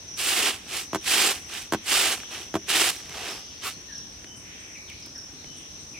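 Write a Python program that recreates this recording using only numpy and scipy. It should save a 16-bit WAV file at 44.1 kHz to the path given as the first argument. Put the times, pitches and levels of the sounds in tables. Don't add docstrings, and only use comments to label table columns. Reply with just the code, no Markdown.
import sys
import numpy as np
from scipy import signal
from scipy.fft import rfft, irfft, next_fast_len
from scipy.io import wavfile

SR = 44100
rng = np.random.default_rng(int(sys.argv[2]) if len(sys.argv) > 2 else 0)


def store_pcm(level_fs):
    pcm = np.round(np.clip(level_fs, -1, 1) * 32767).astype(np.int16)
    wavfile.write(sys.argv[1], SR, np.atleast_2d(pcm).T)


N = 264159
TIME = np.arange(N) / SR


def gain_of(db):
    return 10 ** (np.asarray(db) / 20)


def unit_rms(x):
    return x / np.sqrt(np.mean(x ** 2) + 1e-20)


def curve_at(points, hz):
    f, value = np.transpose(points)
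    return np.interp(np.log(hz + 1), np.log(f + 1), value)


def add(mix, start_s, sound):
    part = mix[..., max(round(start_s * SR), 0):][..., :sound.shape[-1]]
    part += sound[..., :part.shape[-1]]


def filtered(x, response):
    size = next_fast_len(x.shape[-1] + 2048, True)
    return irfft(rfft(x, size) * response(np.fft.rfftfreq(size, 1 / SR)), size)[..., :x.shape[-1]]


def colour(x, points, size=4096):
    hz = abs(np.fft.fftfreq(size, 1 / SR)) + 1
    octaves_outside = abs(np.log2(hz / np.clip(hz, points[0][0], points[-1][0])))
    log_gain = np.log(gain_of(np.maximum(curve_at(points, hz) - 20 * octaves_outside, -100)))
    taps = np.fft.ifft(np.exp(np.conj(signal.hilbert(log_gain)))).real[:size // 2]
    return signal.oaconvolve(x, taps[None], axes=1)[:, :x.shape[1]]


def drift(hz, size=N):
    return unit_rms(filtered(rng.standard_normal(size), lambda f: np.exp(-(f / hz) ** 2)))


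def stereo_pair(x, coherence):
    angle = lambda f: np.arccos(np.clip(curve_at(coherence, f), -1, 1)) / 2
    mid = filtered(x[0], lambda f: np.cos(angle(f)))
    side = filtered(x[1], lambda f: np.sin(angle(f)))
    return np.array([mid + side, mid - side])


# frequency in Hz, relative spectral density in dB.
AIR_SPECTRUM = [(20, -20), (50, -2.5), (85, 1.5), (120, -3.5), (300, -3.5), (420, -8.5), (650, -12),
                (1400, -16), (2300, -13.5), (3200, -10.5), (4200, -13.5), (5000, -17), (7500, -22.5),
                (12000, -29), (16000, -37)]
# frequency in Hz, coherence from 0 to 1.
AIR_COHERENCE = [(100, .92), (350, 0.75), (900, 0.13), (2500, 0.018)]


def air(level_db=-47, swell_db=1.5, rumble_hz=300, ebb_db=3.6):
    wash = colour(stereo_pair(rng.standard_normal((2, N)), AIR_COHERENCE), AIR_SPECTRUM)
    rumble = filtered(wash, lambda f: 1 / (1 + (f / rumble_hz) ** 4))
    out = wash + rumble * (gain_of(swell_db * drift(27)) - 1)
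    for hz in (2200, 3200, 4200):
        chatter = filtered(wash, lambda f: np.exp(-((f - hz) / 550) ** 2))
        out += chatter * (gain_of(ebb_db * drift(4.4)) - 1)
    return gain_of(level_db) * unit_rms(out)


PIP_STARTS_S, PIP_STEP_S = (4.12, 5.323), .238
# frequency in Hz, relative spectral density in dB.
INSECT_SPECTRUM = [(4700, -37), (5200, -11.5), (5600, -2), (5870, 0.5), (6160, -3), (6450, -11),
                   (6750, -47), (8500, -33), (9050, -18.5), (9600, -42), (11000, -39), (12000, -34),
                   (13000, -40)]


def insects(chorus_db=-45, flutter_db=.35, swell_db=1.5, rasp_db=-52.5, rasp_s=.018, left_db=.95):
    chorus = colour(rng.standard_normal((2, N)), INSECT_SPECTRUM)
    chorus *= gain_of(flutter_db * drift(110) + swell_db * drift(1.6))
    out = gain_of(chorus_db) * unit_rms(chorus)
    rasp = colour(rng.standard_normal((2, N)), [(6800, -25), (8300, 2), (10300, -5), (12000, -20)])
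    for start in PIP_STARTS_S:
        age = np.maximum(TIME - start - PIP_STEP_S, 0) / rasp_s
        out += gain_of(rasp_db) * age * np.exp(1 - age) * unit_rms(rasp)
    return out * gain_of([[left_db], [-left_db]])


def whistle(length_s, first_hz, last_hz, db, hoarse=.016):
    hz = np.geomspace(first_hz, last_hz, round(length_s * SR))
    cycles = np.cumsum(hz * (1 + hoarse * drift(450, len(hz)))) / SR
    fade = signal.windows.tukey(len(hz), min(.03 / length_s, .8))
    return gain_of(db) * np.sqrt(2) * fade * np.sin(2 * np.pi * cycles)


# start in seconds, length in seconds, first and last pitch in Hz,
# source level in dB, hoarseness as a fraction of the pitch.
BIRD_NOTES = [(3.718, 0.038, 4460, 4130, -50, .02), (3.876, 0.074, 1932, 1550, -47.5, 0.032),
              (4.257, 0.11, 3000, 3070, -52, .022), (4.743, 0.051, 2516, 2267, -42.5, 0.057),
              (4.871, 0.042, 3900, 2560, -44.5, 0.055), (4.888, 0.0464, 2590, 2205, -43.5, 0.074),
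              (5.143, .05, 1864, 1494, -52, 0.083), (5.453, .094, 3060, 2990, -53, 0.015),
              (5.935, 0.057, 2510, 2250, -43.5, 0.057)]
# start in seconds, number of chips, top pitch in Hz, source level in dB.
BIRD_TRILLS = [(0.078, 3, 6350, -36), (2.96, 1, 6140, -39), (3.285, 2, 5782, -35.5), (3.92, 3, 6250, -35.5),
               (4.11, 2, 5500, -53), (5.017, 2, 5730, -41), (5.149, 2, 6130, -35)]


def far_calls(chip_s=.0218, chip_step_s=.0275, chip_fall=.825, pip_s=.018, pip_hz=(8500, 8250)):
    song = np.zeros(N)
    for start, *note in BIRD_NOTES:
        add(song, start, whistle(*note))
    for start, count, hz, db in BIRD_TRILLS:
        for k in range(round(count)):
            add(song, start + k * chip_step_s, whistle(chip_s, hz, hz * chip_fall, db))
    for start in PIP_STARTS_S:
        for k, db in enumerate((-57, -57, -51)):
            add(song, start + k * PIP_STEP_S, whistle(pip_s, *pip_hz, db))
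    return song


def birds(direct_db=-3, echo_db=-2, echo_t60_s=.83):
    song = far_calls()
    t = np.arange(SR // 2) / SR
    trees = rng.standard_normal((2, len(t))) * gain_of(-60 * t / echo_t60_s) * (1 - np.exp(-t / .0027))
    echo = signal.oaconvolve(song[None], trees / np.linalg.norm(trees[0]), axes=1)[:, :N]
    out = gain_of(direct_db) * song + gain_of(echo_db) * echo
    add(out, 3, whistle(length_s=.75, first_hz=5129, last_hz=4621, db=-52.5, hoarse=.2))
    return out


# start in seconds, peak level in dB, centre frequency in Hz.
CANE_TICKS = [(2.202, -25, 2500), (2.234, -28.5, 1510), (2.96, -36, 3000), (3.003, -33, 1800),
              (3.095, -29, 4500), (3.981, -40, 9000), (4.244, -30, 2500), (4.899, -32, 8000),
              (5.001, -37, 8000), (5.062, -33, 8000), (5.18, -38, 9000), (5.444, -36, 2500)]


def ticks(decay_s=.002):
    out, t = np.zeros((2, N)), np.arange(SR // 40) / SR
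    for start, db, hz in CANE_TICKS:
        burst = rng.standard_normal((2, len(t))) * np.exp(-t / decay_s)
        snap = colour(burst, [(hz / 6, -10), (hz, 0), (hz * 3, -11)])
        add(out, start, gain_of(db) * snap / abs(snap).max())
    return out


# frequency in Hz, relative spectral density in dB.
RIM_SPECTRUM = [(800, -30), (1080, -4), (1340, -1.5), (1550, -22), (7000, -19), (14000, -17)]


def rim_scrape(peak_s=3.67, db=-33.5, spread_s=.012):
    rub = unit_rms(colour(rng.standard_normal((2, N)), RIM_SPECTRUM))
    return gain_of(db) * np.exp(-((TIME - peak_s) / (2 * spread_s)) ** 2) * rub


# frequency in Hz, relative gain in dB, time to decay by 60 dB in seconds.
TRAY_MODES = [(212.6, -0.5, 0.2), (321.4, 8, 0.1), (385, 0, 0.11), (657, 0, 0.055), (958, -5, 0.034),
              (1054, -8, 0.022), (1540, -1.5, 0.043), (3300, -4, 0.019)]


def tray(blow, ring_db):
    t = np.arange(SR // 4) / SR
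    ring = np.zeros(len(t))
    for hz, db, t60 in TRAY_MODES:
        unity_at_resonance = 2 * np.log(1000) / (t60 * SR)
        ring += unity_at_resonance * gain_of(db - 60 * t / t60) * np.cos(2 * np.pi * hz * t)
    return blow + gain_of(ring_db) * signal.oaconvolve(blow, ring[None], axes=1)[:, :blow.shape[1]]


# start in seconds, peak level in dB, spectral tilt in dB per octave.
HAND_CONTACTS = [(.931, -15, 0), (.946, -12.5, 2), (0.9566, -15.5, 0.5), (1.7222, -13, 1.5),
                 (1.7342, -11.5, 1.5), (1.7453, -13.5, -0.5), (2.5402, -17, -0.5), (2.553, -12.5, 0),
                 (2.564, -21, -1), (4.243, -39.5, -3), (5.068, -40.5, 2), (5.442, -40, -3)]
# frequency in Hz, relative spectral density in dB.
PALM_SPECTRUM = [(40, -26), (90, -2), (150, 1), (300, 0.5), (600, -1), (1050, -4), (1700, -11), (2500, -14),
                 (4000, -21), (8000, -24.5), (16000, -36)]


def knocks(dispersion=.0527, rattle=.096, rattle_s=.0071, palm_hz=5500, size=8192):
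    out, t = np.zeros((2, N)), np.arange(size) / SR
    for start, db, tilt_db in HAND_CONTACTS:
        strips = rattle * rng.standard_normal((2, size)) * np.exp(-t / rattle_s)
        strips *= 1 - np.exp(-t / .00023)
        blow = filtered(strips, lambda f: 2 * f / (f + 3000))
        blow[0] += signal.lfilter(*signal.butter(1, palm_hz, fs=SR), t == 0)
        tilt = lambda f: gain_of(tilt_db * np.log2(f / 800 + .1))
        blow = filtered(blow, lambda f: tilt(f) * np.exp(-4j * np.pi * dispersion * np.sqrt(f)))
        blow = tray(colour(blow, PALM_SPECTRUM), ring_db=4.5)
        add(out, start, gain_of(db) * blow / abs(blow).max())
    return out


# start, rise time, thickest moment and end in seconds, level in dB,
# relative weight of the husks' hiss at the start and at the end in dB.
GRAIN_SHOWERS = [(.180, 0.0056, 0.41, 0.51, -26.5, 0, -5.5), (1.068, 0.016, 1.178, 1.318, -23.5, -4.5, -3),
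                 (1.881, 0.014, 1.976, 2.144, -23.5, -3.5, -5), (2.687, .006, 2.774, 2.904, -23, -8, -2)]


def showers(arch_db=15, stop_db=-6, stop_s=.0088, settle_db_per_s=168, drum_db=(-10.5, -6)):
    envelopes = np.zeros((3, N))
    for start, rise_s, thickest, end, db, *hiss_db in GRAIN_SHOWERS:
        progress = np.clip((TIME - start) / (end - start), 0, 1)
        arch = -arch_db * (progress - (thickest - start) / (end - start)) ** 2
        after = np.maximum(TIME - end, 0)
        settle = stop_db * np.minimum(after / stop_s, 1) - settle_db_per_s * after
        onset = (1 + np.tanh((TIME - start) / (2 * rise_s))) / 2
        level = gain_of(db + arch + settle) * onset
        drum = gain_of(np.interp(progress, (0, 1), drum_db))
        hiss = gain_of(np.interp(progress, (0, 1), hiss_db))
        envelopes += [level, level * drum, level * hiss]
    return envelopes


# fastest moment, rise time and fall time in
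# seconds, level in dB, relative weights of drumming and of hiss in dB.
GRAIN_SLIDES = [(0.764, 0.069, 0.058, -32, -8, -4.5), (1.564, 0.066, 0.065, -36.5, -9, -7),
                (2.349, 0.047, 0.088, -38.5, -6, -10.5), (3.275, .17, 0.099, -37, -3.5, -10),
                (3.667, 0.041, 0.045, -33, -8.5, -8)]


def slides(rise_power=2.7, fall_power=1.77, brighten_db=4):
    envelopes = np.zeros((3, N))
    for fastest, rise_s, fall_s, db, drum_db, hiss_db in GRAIN_SLIDES:
        offset = (TIME - fastest) / np.where(TIME < fastest, rise_s, fall_s)
        power = np.where(offset < 0, rise_power, fall_power)
        level = gain_of(db) * np.exp(-np.minimum(abs(offset) ** power, 20))
        hiss = gain_of(hiss_db + brighten_db * np.tanh(offset))
        envelopes += [level, level * gain_of(drum_db), level * hiss]
    return envelopes


def impacts(per_s, spread_db, snap_s, patches=16):
    chance = np.clip(per_s / SR, 0, 1)
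    sizes = gain_of(spread_db * np.minimum(rng.exponential(1, N), 4))
    hits = sizes * (rng.random(N) < chance) / np.sqrt(chance + 1e-9)
    patch, t = rng.integers(0, patches, N), np.arange(256) / SR
    spectra = rfft(rng.standard_normal((patches, 2, len(t))) * np.exp(-t / snap_s), 2 * len(t))
    spectra /= np.sqrt(np.mean(abs(spectra) ** 2, 0))
    snaps = irfft(spectra * (-1j) ** np.arange(len(t) + 1))
    return unit_rms(sum(signal.oaconvolve((hits * (patch == k))[None], snaps[k], axes=1)[:, :N]
                        for k in range(patches)))


# frequency in Hz, relative spectral density in dB.
GRAIN_SPECTRUM = [(650, -21), (1100, -12.5), (1800, -5.5), (2200, -4), (2950, -0.5), (3600, -4.5),
                  (4300, -8), (5300, -8.5), (6800, -13.5), (10000, -18)]
HUSK_SPECTRUM = [(3000, -6), (4800, -0.5), (6000, -2.5), (7000, -1.5), (8300, 0), (10800, -4), (13000, -7),
                 (16000, -13)]
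WEAVE_SPECTRUM = [(80, -42), (170, -13), (290, -2), (390, 2.5), (490, -1), (585, -3), (770, 4), (900, -2.5),
                  (1150, -0.5), (1600, -12.5), (3000, -38)]


def rice(full_per_s=7000, full_db=-24, thinning=.45, clump_db=1, rattle_db=.5, drum_db=-1, hiss_db=4):
    rattle, drum, hiss = showers() + slides()
    per_s = full_per_s * (rattle / gain_of(full_db) + .013) ** thinning
    landings = impacts(per_s, spread_db=1, snap_s=.00053)
    brushes = impacts(1.4 * per_s, spread_db=2.5, snap_s=.00041)
    weave = tray(colour(landings, WEAVE_SPECTRUM), ring_db=-15.5)
    sound = gain_of(rattle_db) * rattle * unit_rms(colour(landings, GRAIN_SPECTRUM))
    sound += gain_of(drum_db) * drum * unit_rms(weave)
    sound += gain_of(hiss_db) * hiss * unit_rms(colour(brushes, HUSK_SPECTRUM))
    return sound * gain_of(clump_db * drift(52))


# frequency in Hz, coherence from 0 to 1.
TRAY_COHERENCE = [(300, .99), (900, .94), (2700, .77), (5500, .53), (10000, .42)]
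# frequency in Hz, left minus right level in dB.
TRAY_BALANCE = [(300, 1), (900, -1.5), (2700, -5), (5500, 0.3), (9000, -5), (14000, -0.8)]


def scene(lag_s=.000026):
    near = stereo_pair(rice() + knocks() + rim_scrape() + ticks(), TRAY_COHERENCE)
    balance = lambda f: gain_of(curve_at(TRAY_BALANCE, f) / 2)
    left = filtered(near[0], lambda f: balance(f) * np.exp(-2j * np.pi * f * lag_s))
    right = filtered(near[1], lambda f: 1 / balance(f))
    return np.array([left, right]) + birds() + insects() + air()


def record(dry, edge_hz=15950):
    lowpass = signal.firwin(511, edge_hz, window=("kaiser", 9), fs=SR)
    return signal.oaconvolve(dry, lowpass[None], "same")


dry = scene()
out = record(dry)
store_pcm(out)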